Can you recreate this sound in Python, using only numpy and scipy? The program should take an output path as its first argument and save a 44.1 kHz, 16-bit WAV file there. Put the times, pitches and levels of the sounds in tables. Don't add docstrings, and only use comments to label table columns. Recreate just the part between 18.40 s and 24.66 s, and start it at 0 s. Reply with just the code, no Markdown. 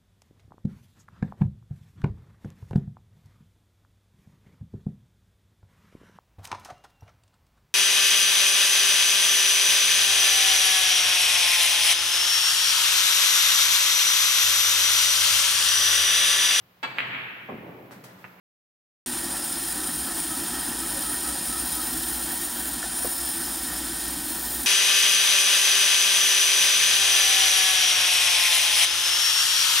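import sys
import numpy as np
from scipy import signal
from scipy.fft import rfft, irfft, next_fast_len
from scipy.io import wavfile

SR = 44100
rng = np.random.default_rng(int(sys.argv[2]) if len(sys.argv) > 2 else 0)


def inscribe(sig):
    pcm = np.round(np.clip(np.atleast_2d(sig).T, -1, 1) * 32767)
    wavfile.write(sys.argv[1], SR, pcm.astype(np.int16))


N = 276066
START_S = .661
TIME = np.arange(N) / SR
FREQ = np.maximum(np.arange(N // 2 + 1) * SR / N, 1)


def undb(db):
    return 10 ** (np.asarray(db) / 20)


def unit(x):
    return x / np.sqrt(np.mean(x ** 2))


def curves(table):
    s, *columns = np.transpose(table)
    return [np.interp(TIME, s, c) for c in columns]


def wander(hz):
    size = next_fast_len(N, real=True)
    freq = np.arange(size // 2 + 1) * SR / size
    spectrum = rfft(rng.standard_normal(size)) / (1 + (freq / hz) ** 4)
    return unit(irfft(spectrum, size)[:N])


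def resonate(x, modes, shape=None):
    power = 0
    for hz, width, db in modes:
        detune = (FREQ ** 2 - hz ** 2) / (FREQ * width)
        power = power + (undb(db) / (1 + (np.sqrt(2) - 1) * detune ** 2)) ** 2
    if shape is not None:
        hz, db = np.transpose(shape)
        power = power + undb(np.interp(np.log(FREQ), np.log(hz), db, right=-np.inf)) ** 2
    return unit(irfft(rfft(x) * np.sqrt(power), N))


def turbulence(flutter_db, flutter_hz):
    return rng.standard_normal(N) * undb(flutter_db * wander(flutter_hz))


# frequency in Hz, relative level in dB.
COMBUSTION_SPECTRUM = [(20, -30), (40, -9.5), (100, -16.5), (500, -21.5), (1100, -15.5), (1750, -16.5),
                       (2100, -37), (3000, -83)]
# frequency in Hz, width in Hz, relative level in dB.
CAVITY_MODES = [(178.3, 76, -6.5), (245.6, 19.6, 1.1), (304.4, 51, 0.5), (334.7, 16.7, -1),
                (545.4, 8.3, -11.5), (645, 7.7, -10.5), (754, 86, -9.5), (856, 11.3, -5.5), (966, 39, -9),
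                (1273, 55, -24), (1364, 44, -9.5), (1516, 25, -8), (1730, 150, -12.5), (1841, 27, -5),
                (1886, 22, -9), (1980, 58, -18.5)]
# time in seconds, then relative levels
# in dB of the rumble, the roar, the gas rush and the tube's strongest ring.
BURNER_DRIFT = [(0.68, -39.5, -41.5, -37, -48), (0.82, -40.5, -40.0, -37.5, -43),
                (1.7, -39, -40.5, -37.0, -44.5), (2.5, -40.0, -39.0, -37.0, -43.5),
                (3.4, -39.5, -40.5, -36.5, -42.5), (4.25, -40.5, -41.0, -37.5, -49),
                (4.8, -42, -40.5, -37.5, -41.5), (5.5, -40.0, -40.5, -37.0, -44.0),
                (6.25, -40, -41.5, -37.5, -46.5)]

def flame(split_hz=460):
    rumble_db, roar_db, _, _ = curves(BURNER_DRIFT)
    fire = resonate(turbulence(flutter_db=.72, flutter_hz=59.5), CAVITY_MODES, COMBUSTION_SPECTRUM)
    deep = irfft(rfft(fire) / (1 + (FREQ / split_hz) ** 10), N)
    surge_db, flicker_db = .9 * wander(hz=12), .5 * wander(hz=8)
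    rumble = unit(deep) * undb(rumble_db + surge_db)
    roar = unit(fire - deep) * undb(roar_db - .07 + flicker_db)
    return rumble + roar


# frequency in Hz, relative level in dB.
RUSH_SPECTRUM = [(1200, -37), (2200, -11), (3800, -6), (6000, -9.5), (7500, -5.5), (10300, -7),
                 (12000, -16), (16000, -32)]
# frequency in Hz, width in Hz, relative level in dB.
MIXING_TUBE_MODES = [(3169, 48, 0.5), (3576, 28, -3.5), (4240, 30, -5), (5710, 94, -6.5), (6920, 210, -5.5),
                     (10600, 130, -3.5), (11230, 340, -5)]
STRONG_TUBE_MODES = [(4990, 110, -1.5), (5264, 170, -1)]
NOZZLE_RING_MODES = [(8545, 146, -5), (8960, 140, -2), (9266, 360, -1.3), (9960, 470, -7.5)]
NOZZLE_HISS_MODES = [(13262, 1860, -0.1), (14300, 878, 0.2), (15600, 674, 0.5)]
# time in seconds, relative levels in dB of ring and hiss.
TREBLE_SWELLS = [(0.68, -33.0, -41), (1.55, -31.5, -38.0), (2.35, -33.0, -39.5), (2.65, -31.0, -37.5),
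                 (2.95, -31.5, -39.0), (3.5, -32.0, -36.0), (4.3, -34.5, -37), (4.41, -34.5, -41.5),
                 (4.58, -30, -40), (4.64, -30.5, -35), (4.9, -32, -37), (5.15, -33.5, -38.5),
                 (5.85, -34.5, -38.0), (6.08, -36.5, -34.5), (6.25, -33, -37.0)]

def gas_jet(sputter_db=1.05, wobble_db=.67):
    _, _, rush_db, tube_db = curves(BURNER_DRIFT)
    ring_db, hiss_db = curves(TREBLE_SWELLS)
    pressure_db = sputter_db * wander(hz=52) + wobble_db * wander(hz=15)
    rush = resonate(turbulence(flutter_db=.62, flutter_hz=120), MIXING_TUBE_MODES, RUSH_SPECTRUM)
    tube = resonate(rng.standard_normal(N), STRONG_TUBE_MODES)
    ring = resonate(turbulence(flutter_db=.9, flutter_hz=90), NOZZLE_RING_MODES)
    hiss = resonate(turbulence(flutter_db=1.3, flutter_hz=250), NOZZLE_HISS_MODES)
    return (rush * undb(rush_db + 1 + pressure_db / 2)
            + tube * undb(tube_db - 1.5 + pressure_db / 2)
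            + ring * undb(ring_db - .6 + pressure_db)
            + hiss * undb(hiss_db + 1.1 + pressure_db))


def drone(hz=58.2, waver_hz=3, final_db=-47.5, build_db=8.5, build_s=1):
    level_db = final_db - build_db * np.exp(-np.maximum(TIME - START_S, 0) / build_s)
    phase = 2 * np.pi * np.cumsum(hz + waver_hz * wander(hz=11.3)) / SR
    throb = 1 + .4 * wander(hz=11)
    return unit(np.sin(phase) * throb) * undb(level_db)


def bubble(hz, t60, rise):
    t = np.arange(int(t60 * SR)) / SR
    envelope = (1 - np.exp(-2 * hz * t)) * np.exp(-np.log(1000) * t / t60)
    return envelope * np.sin(2 * np.pi * hz * t * (1 + rise * t / t60 / 2))


def add(out, s, sound):
    i = int(s * SR)
    out[i:i + len(sound)] += sound[:max(N - i, 0)]


def simmer(count=90, low_hz=500, high_hz=2600, cycles=26, floor_db=-43, mean_excess_db=2.25):
    out = np.zeros(N)
    for when, pitch, size in rng.random((count, 3)):
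        hz = low_hz * (high_hz / low_hz) ** pitch
        db = floor_db - mean_excess_db * np.log(1 - size)
        add(out, when * N / SR, bubble(hz, cycles / hz, rise=.26) * undb(db))
    return out


# centre in seconds, half-width in seconds, peak level in dB.
HUM_SWELLS = [(.95, .14, -50), (2.546, 0.1, -49), (2.903, 0.081, -45)]

def hum(hz=552, width_hz=22):
    swells = sum(undb(db) * np.exp(-((TIME - s) / half_s) ** 2) for s, half_s, db in HUM_SWELLS)
    return swells * resonate(rng.standard_normal(N), [(hz, width_hz, 0)])


# centre in seconds, peak level in dB.
CHIRP_NOTES = [(1.451, -39), (1.687, -41.5), (1.92, -40), (2.16, -40), (2.43, -41), (2.659, -41),
               (2.871, -41), (3.14, -39), (3.391, -41)]

def chirps(first_hz=1320, sag_hz_per_s=17.15, fall_hz_per_s=250, half_width_s=.048):
    out = np.zeros(N)
    roughness_hz = 36 * wander(hz=164)
    for s, db in CHIRP_NOTES:
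        hz = first_hz - sag_hz_per_s * (s - CHIRP_NOTES[0][0])
        near = np.abs(TIME - s) < np.pi * half_width_s
        t = TIME[near] - s
        phase = 2 * np.pi * np.cumsum(hz - fall_hz_per_s * t + roughness_hz[near]) / SR
        out[near] += undb(db) * np.exp(-(t / half_width_s) ** 2) * np.sin(phase)
    hoarse_db = .7 * wander(hz=45)
    return out * undb(hoarse_db)


# start in seconds, pitch in Hz, time to decay by 60 dB in seconds,
# level in dB.
SAUCE_BUBBLES = [(4.427, 1400, 0.045, -27), (4.4282, 1770, 0.033, -25.5), (4.439, 680, 0.023, -24),
                 (4.455, 777, 0.084, -31.5), (4.647, 344, 0.034, -25), (4.647, 513, 0.019, -15.5),
                 (4.654, 650, 0.016, -18), (4.654, 1080, 0.02, -28)]

def sauce():
    out = np.zeros(N)
    for s, hz, t60, db in SAUCE_BUBBLES:
        add(out, s, bubble(hz, t60, rise=.03) * undb(db))
    return out


def reflections(x, count=10, first_s=.003, last_s=.024, echo_db=-18, sway_s=.00006):
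    out = x
    for place in rng.random(count):
        lag_s = first_s + (last_s - first_s) * place + sway_s * wander(hz=.31)
        out = out + undb(echo_db) * np.interp(TIME - lag_s, TIME, x)
    return out


def scene():
    bright = reflections(gas_jet() + simmer() + sauce() + chirps())
    mono = bright + flame() + hum() + drone()
    return np.array([mono, mono])


def record(dry):
    top_hz = 15720
    lowpass = signal.ellip(12, .1, 80, top_hz, fs=SR, output="sos")
    return signal.sosfilt(lowpass, dry * (TIME >= START_S))


dry = scene()
out = record(dry)
inscribe(out)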